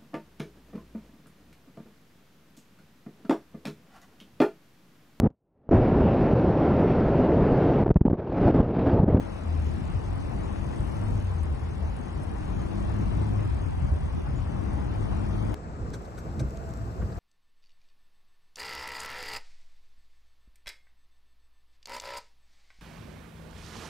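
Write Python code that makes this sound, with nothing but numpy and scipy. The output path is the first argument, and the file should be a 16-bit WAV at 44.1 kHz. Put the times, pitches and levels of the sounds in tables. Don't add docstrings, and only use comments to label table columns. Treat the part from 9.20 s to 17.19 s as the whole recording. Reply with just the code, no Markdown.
import sys
import numpy as np
from scipy import signal
from scipy.fft import rfft, irfft
from scipy.io import wavfile
from scipy.ndimage import uniform_filter1d

SR = 44100
rng = np.random.default_rng(int(sys.argv[2]) if len(sys.argv) > 2 else 0)


def gain_from_db(level_db):
    decades = np.asarray(level_db, float) / 20
    return 10 ** decades


def to_wav(sig):
    pcm = np.clip(np.atleast_2d(sig), -1, 1) * 32767
    pcm = np.round(pcm).astype(np.int16)
    wavfile.write(sys.argv[1], SR, pcm.T)


N = 352359
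T = np.arange(N) / SR
CUT_S, SPLICE_DB = 6.3432, -23.5

# (level [dB], rise with revs [dB per turn/s])
PHONE_LAYERS = [
    (-32, 0.09),
    (-41, 0.46),
    (-45, 0.26),
    (-58, 0.24),
]
CAMERA_LAYERS = [
    (-39, 0),
    (-44, 0.0045),
    (-45.5, 0.0054),
    (-65.5, 0),
]
# (frequency [Hz], level [dB per Hz])
BUFFET_COLOUR = [(14, -52), (30, -19), (50, 10.5), (90, 0), (140, -3), (200, -50), (400, -94)]
FLUTTER_COLOUR = [(50, -73), (100, -4.5), (150, 10.5), (250, 0), (350, -3), (500, -24), (1000, -86)]
PHONE_CHURN_COLOUR = [(220, -6), (380, -2), (498, -3), (856, -4), (929, -6), (1060, -7), (1410, -12.5),
                      (2010, -17.5), (2700, -33), (3510, -46), (5940, -120)]
CAMERA_CHURN_COLOUR = [(220, -2), (380, 0.5), (463, 2), (592, -4.5), (658, -1.5), (1080, -7), (1460, -10.5),
                       (2700, -28), (3510, -59), (5940, -120)]
PHONE_HISS_COLOUR = [(1470, -13.5), (2500, -2.5), (3980, -9.5), (5440, -12.5), (6010, -13.5), (6250, -9),
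                     (8120, -57), (13800, -120)]
CAMERA_HISS_COLOUR = [(1500, -44), (2600, 2), (3500, -3), (5300, 1), (6700, -4), (7600, 1.5), (8500, -8),
                      (9500, -12.5), (10500, -23), (11800, -10), (13000, -16), (15500, -22), (15900, -58)]
# (frequency [Hz], left minus right [dB])
PHONE_PAIR = [
    [(40, .92), (90, .55), (180, .3), (300, .45), (600, .55), (1400, .5), (3000, .3), (5500, .5), (6500, .97)],
    [(100, 0), (260, .3), (520, 3.5), (860, 4.3), (2070, 6), (3000, 3.7), (5200, 0)],
    [(40, .3), (150, 3.5), (280, 8.5), (450, 7.5), (950, 5.5), (2380, 2.0), (5980, 0.0), (15000, 0.0)],
]
CAMERA_PAIR = [
    [(50, .85), (300, .8), (700, .6), (1500, .5), (3500, .4), (7000, .4), (14000, .8)],
    [(100, 0), (520, 0), (1120, 3.9), (1720, 4.5), (2500, 7.1), (3000, 9.2), (4050, 12.4), (6370, 18.8)],
    [(60, 0.5), (180, 0.0), (550, 0.5), (1650, 5), (4000, 3), (7500, -1), (15000, 0)],
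]
# (middle [s], length [s], buffeting [dB], flutter [dB])
PHONE_GUSTS = [(0.132, 0.33, -8.5, -1), (.55, 0.23, 0.5, 6), (0.728, 0.093, 5, 4.5), (1.2, 0.86, 0, -2.5),
               (1.612, 0.035, 7, 1), (1.955, 0.15, 1.5, 3), (2.2, 0.31, 0, -1), (2.99, 0.43, -2.5, -1),
               (3.836, .4, 2.5, 1.5), (4.282, 0.15, 3, -1), (4.628, 0.054, 6, 5.5), (4.73, 0.029, 7, 9),
               (4.562, 0.71, 3, -3), (4.965, 0.065, 4.5, 2.5), (5.02, 0.039, -5, -1), (5.147, 0.18, 3, 3),
               (5.432, 0.27, 3, 5.5), (5.877, 0.2, 2.5, 0)]
CAMERA_GUSTS = [(6.39, 0.094, -4, -6), (6.66, 0.16, 6.5, 5), (6.88, 0.16, -2.5, -4.5), (7.05, .06, 2.5, -1),
                (7.2, 0.16, 7, 6), (7.38, 0.28, 2, 0.5), (7.52, .06, 1.5, 1), (7.63, 0.093, 6, 2),
                (7.83, 0.095, 9, 2.5), (7.96, 0.12, 3, 1.5)]
SPRAY_SHARE = 0.089
# (middle [s], length [s], level [dB])
SPRAY_SWELLS = [(.42, 0.27, 2), (3, 1.3, -0.5), (5.45, 0.69, -1.5), (6.5, 0.34, -1.5), (7.7, 1.1, 1)]
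# (time [s], peak [dB], length [s], top frequency [Hz])
WIND_SLAPS = [(.5, -36, 0.056, 350), (4.1, -28, .015, 350), (4.184, -29, .015, 700),
              (4.266, -27, 0.013, 350), (4.286, -28, 0.014, 900), (4.335, -31, .015, 300),
              (4.409, -33, .015, 350), (4.466, -31, .02, 700), (4.532, -31, .01, 850),
              (4.572, -30, .012, 450), (4.64, -28, 0.018, 400), (4.681, -31, 0.014, 800),
              (4.748, -30, 0.019, 400), (4.832, -33, .02, 400), (4.945, -29, 0.013, 350),
              (4.966, -26.5, 0.017, 700), (4.99, -28, 0.014, 500), (5.065, -35, .015, 550)]
SLAP_LEAK = -0.59

# (time [s], length [s], centre [Hz], depth [dB], spread [log Hz])
GUARD_MUTES = [(4.29, .04, 300, 28, .5), (4.305, .035, 580, 32, .32), (4.53, .09, 570, 40, .18),
               (4.51, .025, 420, 14, .35), (4.57, .025, 400, 14, .3), (4.67, .06, 390, 34, .2),
               (4.785, .02, 380, 16, .35), (4.8, .04, 510, 22, .13), (4.84, .02, 250, 14, .3),
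               (4.985, .04, 530, 32, .25), (5.005, .025, 260, 12, .35), (4.45, .07, 4000, 25, .12),
               (5.83, .09, 2520, 30, .05), (6.09, .22, 2980, 30, .035), (6.21, .06, 2700, 30, .11)]
# (frequency [Hz], share silent [0-1])
SHARED_HOLES = [(1500, .01), (2300, .08), (3000, .3), (4500, .27), (5800, .28), (6200, .5)]
# (frequency [Hz], share of patches heard [0-1])
TOP_KEPT = [(6250, .8), (6295, .8), (6350, .3), (6450, .05), (6850, .02), (6900, .015), (8200, .015),
            (8260, .7), (8340, .4), (8420, .08), (8750, .15), (8950, .7), (9300, .78), (9700, .9),
            (11300, .97), (11600, .6), (11800, 0)]
# (frequency [Hz], level [dB per Hz])
TOP_COLOUR = [(6250, 11), (6900, 19), (8250, 8), (9000, 2.5), (10000, -0.5), (11000, -1.5), (11800, -5.5)]
TOP_DB, TICK_DB = -70, -58.5
TICK_GAP = 1024
# (place in the gap [samples], level [dB], share of gaps [0-1])
TICK_PLACES = [
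    (216, 0, 1),
    (760, -7, .12),
    (1000, -5, .3),
]
# (low [Hz], high [Hz], share of gaps [0-1])
TICK_BANDS = [
    (6300, 6900, .25),
    (6900, 7600, .99),
    (7600, 8250, .8),
]
# (frequency [Hz], level [dB])
THIN_LINES = [(6293, -74.5), (6902, -80), (8258, -77), (8953, -83)]
# (middle [s], length [s], level [dB])
TOP_SWELLS = [(.5, 0.18, 3), (1.75, .55, 2.5), (5.4, 0.71, -1.5)]
# (time [s], peak [dB])
PHONE_FLAKES = [(0.9546, -55), (1.5978, -57), (2.2288, -48), (2.7621, -49), (3.03, -46.5), (3.8186, -64),
                (5.53, -49)]

# (time [s], peak [dB], length [s], hollow ring [dB], ring [Hz])
JACKET_SCUFFS = [
    (6.735, -41, 0.019, -38, 1540),
    (6.85, -52.5, 0.016, -54, 1650),
    (6.977, -46, 0.02, -41.5, 1490),
    (7.196, -37.5, 0.015, -40.5, 1540),
    (7.809, -68, 0.032, -39.5, 1230),
]
# (low [Hz], high [Hz], level [dB])
CLOTH_COLOUR = [(450, 960, 4), (1980, 2500, -4.5), (3420, 4600, -0.5), (5400, 6500, -2), (7500, 8600, -3),
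                (9000, 13500, -13)]
RING_SPREAD = 0.069
# (time [s], peak [dB], length [s], low [Hz], high [Hz])
CAMERA_FLAKES = [(6.703, -43, .0012, 4000, 15500), (6.795, -55, .001, 7000, 14500),
                 (6.8217, -48, .0012, 4500, 15500), (6.982, -49, .012, 11400, 12900),
                 (7.05, -52, .001, 10500, 13000), (7.297, -52, .0015, 4000, 7000),
                 (7.301, -52, .001, 11500, 14000), (7.307, -42, .0012, 5000, 14500),
                 (7.338, -56, .001, 8000, 12500), (7.371, -46, .003, 2800, 9000),
                 (7.437, -54, .003, 3500, 5500), (7.4906, -44, .001, 4800, 15600),
                 (7.5078, -52, .002, 5500, 8000), (7.5377, -40, 0.00098, 2600, 15600),
                 (7.573, -46, .0012, 5000, 12500), (7.706, -56, .001, 7500, 10500),
                 (7.918, -54, .012, 3880, 5000), (7.162, -52, 0.0016, 600, 2500),
                 (7.953, -52, .002, 7000, 11000), (7.966, -52, .008, 3000, 15000),
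                 (7.205, -24, 0.013, 70, 260), (7.202, -34, 0.011, 480, 636), (7.82, -27, 0.015, 70, 330),
                 (6.735, -36, 0.012, 280, 555)]
FLAKE_PAN_DB = 2
# (frequency [Hz], level [dB])
CLOSE_COLOUR = [(3000, 0.5), (7500, 3), (10200, -10), (12300, -7), (15500, -12)]
# (middle [s], length [s], frequency [Hz], level [dB])
ENGINE_MOANS = [(7.12, 0.14, 335, -45), (7.12, 0.26, 98, -41), (7.4, .14, 452, -49), (7.65, 0.14, 110, -35),
                (6.82, .06, 410, -47), (7.217, 0.027, 115, -24), (7.836, 0.043, 105, -27.5),
                (7.93, .1, 111, -37)]
# (time [s], frequency [Hz], level [dB])
GEAR_WHINE = [(7.15, 660, -65), (7.23, 659, -54.5), (7.8, 666, -61), (7.87, 660, -64), (7.95, 668, -53)]

# (time [s], crank speed [turns/s])
CRANK_SPEED = [(0, 34), (.26, 27.4), (.5, 25.3), (.7, 29.4), (.9, 31.1), (1.27, 32.7), (1.73, 34.1),
               (1.94, 33.1), (2.27, 26.2), (2.65, 26.8), (3.14, 29.9), (3.45, 33.2), (3.83, 34.8),
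               (4.2, 34), (4.65, 27.6), (5.02, 26.6), (5.45, 31.9), (5.84, 33.8), (6.34, 35.1)]
MID_TURNS = 30
# (middle [s], length [s], level above the hum [dB])
EXHAUST_BOOMS = [(.41, 0.34, 16), (.76, 0.019, 21.5), (.93, 0.106, 7.5), (1.3, 0.38, -12),
                 (1.62, 0.056, 14), (1.76, 0.06, 4), (2.1, 0.58, 13), (2.46, 0.15, 1.5),
                 (2.64, 0.085, 13.5), (2.95, 0.29, 4.5), (3.45, .2, 4), (3.72, 0.36, 8.5), (4.12, 0.36, 12),
                 (4.47, 0.091, 10.5), (4.82, 0.66, 7.5), (5.27, 0.56, 1.5), (5.9, 0.33, 3),
                 (6.26, 0.33, 11.5)]
HUM_DB = -42.5
# (down [s], up [s], level above coasting [dB])
THROTTLE_PRESSES = [
    (-.3, .15, 6),
    (.6, 2.05, 7.5),
    (3.0, 4.36, 9.5),
    (5.15, 6.6, 8),
]
COAST_DB, PEDAL_S = -51, .6
# (multiple of crank speed, level [dB], left minus right [dB])
EXHAUST_TONES = [(1, -4, 2), (1.5, 4, 2), (2, -1, 2), (2.5, -3, 2), (4.5, -3, 3), (5, -9, 4), (6, 2.5, 6),
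                 (7, -5, 6), (7.5, -10, 10), (8.5, -6, 13), (9, 0, 13), (10, -1.5, 18), (10.5, -10, 6),
                 (12, -13, 10)]
# (multiple of crank speed, level [dB], left minus right [dB])
VALVE_TONES = [(16.5, -14, 10), (18, -12, 12), (19, -14, 10), (19.5, -15, 10), (21, -9.5, 12),
               (22.5, -14, 8), (25, -12, 6), (25.5, -9, 6), (28, -11, 8), (30, -16, 8), (31, -15, 8),
               (33, -16, 8)]


def evened(x):
    return x / np.sqrt(np.mean(x ** 2) + 1e-20)


def read(points, hz):
    f, value = np.transpose(points)
    return np.interp(np.log(hz + 1), np.log(f + 1), value)


def columns(rows, t):
    s, *values = np.transpose(rows)
    return [np.interp(t, s, v) for v in values]


def bumps(rows):
    return sum(np.outer(high, np.exp(-(2 * (T - s) / length) ** 4)) for s, length, *high in rows)


def drift(width_s):
    size = int(width_s * SR / 64) + 1
    slow = uniform_filter1d(uniform_filter1d(rng.standard_normal(N // 64 + 2), size), size)
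    return np.interp(np.arange(N) / 64, np.arange(len(slow)), evened(slow))


def dropped(shape, share, bins, frames):
    chance = uniform_filter1d(rng.standard_normal(shape), size=bins, axis=0)
    chance = evened(uniform_filter1d(chance, size=frames, axis=1))
    return 1 / (1 + np.exp(-1.7 * chance)) < share


def band(x, low_hz, high_hz, order=4):
    return signal.sosfilt(signal.butter(order, [low_hz, high_hz], "band", fs=SR, output="sos"), x)


def low_pass(x, top_hz, taps=257):
    return signal.oaconvolve(x, signal.firwin(taps, top_hz, fs=SR)[None], "same")


def add(mix, s, sound):
    part = mix[:, round(s * SR):][:, :sound.shape[1]]
    part += sound[:, :part.shape[1]]


def noise(shape, pair, patchy_db, flicker_db, skip, size=1024):
    frames, hz = 4 * (N - skip) // size + 5, np.fft.rfftfreq(size, 1 / SR)
    a, b, c, d, patches = rng.standard_normal((frames, len(hz), 5)).T
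    patches = evened(uniform_filter1d(uniform_filter1d(patches, size=9, axis=0), size=9, axis=1))
    flicker = evened(uniform_filter1d(rng.standard_normal(frames), size=3))
    same, lead, lean_db = (read(p, hz)[:, None] for p in pair)
    same = np.clip(same, 0, 1)
    left = a + 1j * b
    right = same * left * np.exp(-1j * lead) + np.sqrt(1 - same ** 2) * (c + 1j * d)
    z = np.array([left * gain_from_db(lean_db / 2), right / gain_from_db(lean_db / 2)])
    z *= gain_from_db(read(shape, hz)[:, None] + patchy_db * patches + flicker_db * flicker)
    x = signal.istft(z, nperseg=size, noverlap=3 * size // 4)[1][:, :N - skip]
    return np.pad(x / np.sqrt(np.mean(x.mean(0) ** 2)), [(0, 0), (skip, 0)])


def outdoors(layers, gusts, churn, hiss, pair, skip=0):
    base_db, slope = np.transpose(layers)[:, :, None]
    low_db, flap_db = bumps(gusts)
    levels_db = base_db + slope * (columns(CRANK_SPEED, T)[0] - MID_TURNS)
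    spray_db = SPRAY_SHARE * flap_db
    buffet_db, flutter_db, churn_db, hiss_db = levels_db + [low_db, flap_db, spray_db, spray_db]
    hiss_db = hiss_db + bumps(SPRAY_SWELLS)[0]
    x = gain_from_db(buffet_db) * noise(BUFFET_COLOUR, pair, patchy_db=0.5, flicker_db=-0.45, skip=skip, size=2048)
    x += gain_from_db(flutter_db) * noise(FLUTTER_COLOUR, pair, patchy_db=1.5, flicker_db=0.0, skip=skip)
    x += gain_from_db(churn_db) * noise(churn, pair, patchy_db=1.0, flicker_db=0.8, skip=skip)
    return x + gain_from_db(hiss_db) * noise(hiss, pair, patchy_db=1.0, flicker_db=-0.27, skip=skip, size=512)


def wind_slap(peak_db, length, top_hz):
    t = np.arange(int(4 * length * SR)) / SR
    lump = signal.lfilter([1], [1, -np.exp(-2 * np.pi * 120 / SR)], rng.standard_normal(len(t)))
    swell = np.exp(-((t - 1.6 * length) / length) ** 2)
    thump = evened(band(lump, 89, top_hz, order=2)) * swell
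    return gain_from_db(peak_db - 4) * thump * np.array([[np.clip(SLAP_LEAK, -1, 0)], [1]])


def wind_guard(x):
    hz, t, z = signal.stft([x[0] + x[1], x[0] - x[1]], SR, nperseg=1024, noverlap=896)
    for s, length, centre_hz, depth_db, spread in GUARD_MUTES:
        near = abs(t - s) < length
        in_time = (2 * (t[near] - s) / length) ** 4
        in_pitch = (np.log((hz[:, None] + 1) / centre_hz) / spread) ** 4
        z[0][:, near] /= gain_from_db(depth_db * np.exp(-in_time - in_pitch))
    lost = read(SHARED_HOLES, hz) * (hz > SHARED_HOLES[0][0])
    z[0] *= ~dropped(z[0].shape, lost[:, None], bins=4, frames=20)
    z = z * (hz < TOP_KEPT[0][0])[:, None]
    mid, side = signal.istft(z, SR, nperseg=1024, noverlap=896)[1][:, :N]
    return np.array([mid + side, mid - side]) / 2


def top_hiss():
    hz, t, z = signal.stft(rng.standard_normal(N), SR, nperseg=1024, noverlap=768)
    share = read(TOP_KEPT, hz) * (hz >= TOP_KEPT[0][0])
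    kept = dropped(z.shape, share[:, None], bins=3, frames=12)
    z = z * kept * gain_from_db(read(TOP_COLOUR, hz))[:, None]
    return gain_from_db(TOP_DB) * evened(signal.istft(z, SR, nperseg=1024, noverlap=768)[1][:N])


def thin_lines():
    x = np.zeros(N)
    for line_hz, db in THIN_LINES:
        strength = np.clip(drift(0.023) + .5, 0, 2)
        x += gain_from_db(db) * strength * np.sin(2 * np.pi * line_hz * T + 1.2 * drift(.04))
    return x


def regular_ticks():
    gaps = N // TICK_GAP + 1
    ticks, x = np.zeros(gaps * TICK_GAP), np.zeros(N)
    for at, db, share in TICK_PLACES:
        weaker, sign, happens = rng.random((gaps, 3)).T
        ticks[at::TICK_GAP] = gain_from_db(db - 4.5 * weaker ** 2) * np.sign(sign - .5) * (happens < share)
    for low_hz, high_hz, share in TICK_BANDS:
        on = np.repeat(dropped((1, gaps), share, bins=1, frames=3)[0], TICK_GAP)
        shape = signal.firwin(641, [low_hz, high_hz], pass_zero=False, fs=SR)
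        x += gain_from_db(TICK_DB) * signal.oaconvolve((ticks * on)[:N], shape / shape.max(), "same")
    return x


def phone_top():
    level_db = 0.23 * (columns(CRANK_SPEED, T)[0] - MID_TURNS) + bumps(TOP_SWELLS)[0] + 0.1
    return gain_from_db(level_db) * (top_hiss() + thin_lines() + regular_ticks())


def puff(peak_db, length, low_hz, high_hz, pan_db=0, order=2):
    t = np.arange(int(4 * length * SR) + 64) / SR
    a, b = rng.standard_normal((2, len(t)))
    burst = band(np.array([a + 0.56 * b, a - 0.2 * b]), low_hz, high_hz, order=order)
    shape = np.minimum(t / (.5 * length), 1) * np.exp(-(t / (1.52 * length)) ** 3)
    return gain_from_db(peak_db - 7.0) * evened(burst) * shape * gain_from_db(np.array([[pan_db / 2], [-pan_db / 2]]))


def gear_whine():
    hz, db = columns(GEAR_WHINE, T)
    start = np.clip((T - GEAR_WHINE[0][0]) / .06, 0, 1)
    level = start * gain_from_db(db + 3.5 + 4 * drift(.035))
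    return level * np.sin(2 * np.pi * np.cumsum(hz) / SR + .8 * drift(.03))


def moans():
    x = np.zeros(N)
    for s, length, hz, db in ENGINE_MOANS:
        swell = np.exp(-(2 * (T - s) / length) ** 2)
        x += gain_from_db(db) * swell * np.sin(2 * np.pi * hz * T + 0.5 * drift(.04))
    return x


def jacket_scuffs():
    x = np.zeros((2, N))
    for s, db, length, ring_db, ring_hz in JACKET_SCUFFS:
        for low_hz, high_hz, cloth_db in CLOTH_COLOUR:
            rub_s = length * rng.uniform(.7, 1.1)
            add(x, s - .005, puff(db + cloth_db - 4.0, rub_s, low_hz, high_hz))
        clear = ring_hz > 1300
        wide = 1 + RING_SPREAD + .25 * (ring_hz < 1300)
        add(x, s - .001, puff(ring_db - 2 * clear, 0.6 * length, ring_hz / wide, ring_hz * wide))
        swell = np.exp(-((T - s - 0.55 * length) / (.5 * length)) ** 2)
        x += clear * gain_from_db(ring_db - 9) * swell * np.sin(2 * np.pi * ring_hz * T)
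    return x


def camera_flakes():
    close = np.zeros((2, N))
    for s, db, length, low_hz, high_hz in CAMERA_FLAKES:
        add(close, s, puff(db, length, low_hz, high_hz, FLAKE_PAN_DB * (low_hz > 1000), order=3))
    return irfft(rfft(close) * gain_from_db(read(CLOSE_COLOUR, np.fft.rfftfreq(N, 1 / SR))), N)


def engine_tones(rows, turn, load_db):
    x = np.zeros((2, N))
    for k, db, lean_db in rows:
        level = gain_from_db(load_db + db + 2.5 * drift(.15) - np.array([[0], [lean_db]]))
        start_turns = rng.random() + np.array([[0], [min(k / 20, .4)]])
        wobble = (.1 + .022 * k) * drift(.08)
        x += level * np.sin(k * turn + 2 * np.pi * start_turns + wobble)
    return x


def engine():
    turn = 2 * np.pi * np.cumsum(columns(CRANK_SPEED, T)[0]) / SR
    load_db = np.full(N, float(COAST_DB))
    for down, up, db in THROTTLE_PRESSES:
        pressed = np.minimum((T - down) / PEDAL_S, 3 * (up - T) / PEDAL_S)
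        load_db += db * np.clip(pressed, 0, 1)
    hum = np.sqrt(2) * gain_from_db(HUM_DB + bumps(EXHAUST_BOOMS)[0] + 0.5) * np.sin(3 * turn)
    puffs = (1 + 1.3 * np.sin(3 * turn)) * rng.standard_normal(N)
    growl = gain_from_db(load_db - 11.5) * evened(band(puffs, 595, 1100, order=2))
    left = hum * gain_from_db(1.6) + 1.5 * growl
    right = np.roll(hum, shift=24) / gain_from_db(1.6) - .3 * growl
    tones = gain_from_db(2.5) * engine_tones(EXHAUST_TONES, turn, load_db)
    whirr = gain_from_db(1) * engine_tones(VALVE_TONES, turn, load_db)
    return np.array([left, right]) + tones + whirr


def camera():
    x = outdoors(CAMERA_LAYERS, CAMERA_GUSTS, CAMERA_CHURN_COLOUR, CAMERA_HISS_COLOUR, CAMERA_PAIR, skip=6 * SR)
    dull = low_pass(x, 10000)
    x = dull + (x - dull) * np.interp(T, [6.4, 6.68, 6.72, 7.3], [.4, .45, .8, 1.1])
    x = x + jacket_scuffs() + camera_flakes() + moans()
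    return low_pass(x, 15750) + gear_whine()


def phone():
    x = outdoors(PHONE_LAYERS, PHONE_GUSTS, PHONE_CHURN_COLOUR, PHONE_HISS_COLOUR, PHONE_PAIR)
    for s, *row in WIND_SLAPS:
        add(x, s - .01, wind_slap(*row))
    x = wind_guard(x + engine()) + phone_top()
    for s, db in PHONE_FLAKES:
        add(x, s, puff(db - 3, .008, 7800, 11200, order=8))
    return x


def scene():
    after = np.clip((T - CUT_S) / .001, 0, 1)
    step = gain_from_db(SPLICE_DB) * (T > CUT_S) * np.exp(-abs(T - CUT_S) / 0.00085)
    end = np.clip((T[-1] - T) / .003, .2, 1)
    return (1 - after) * phone() + after * end * camera() + step


def top_cut(x):
    return signal.sosfilt(signal.butter(12, 16580, fs=SR, output="sos"), x)


def record(dry):
    x = signal.sosfilt(signal.butter(N=2, Wn=30, btype="high", fs=SR, output="sos"), dry)
    x = low_pass(x, 16400, taps=255)
    return top_cut(x)


dry = scene()
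out = record(dry)
to_wav(out)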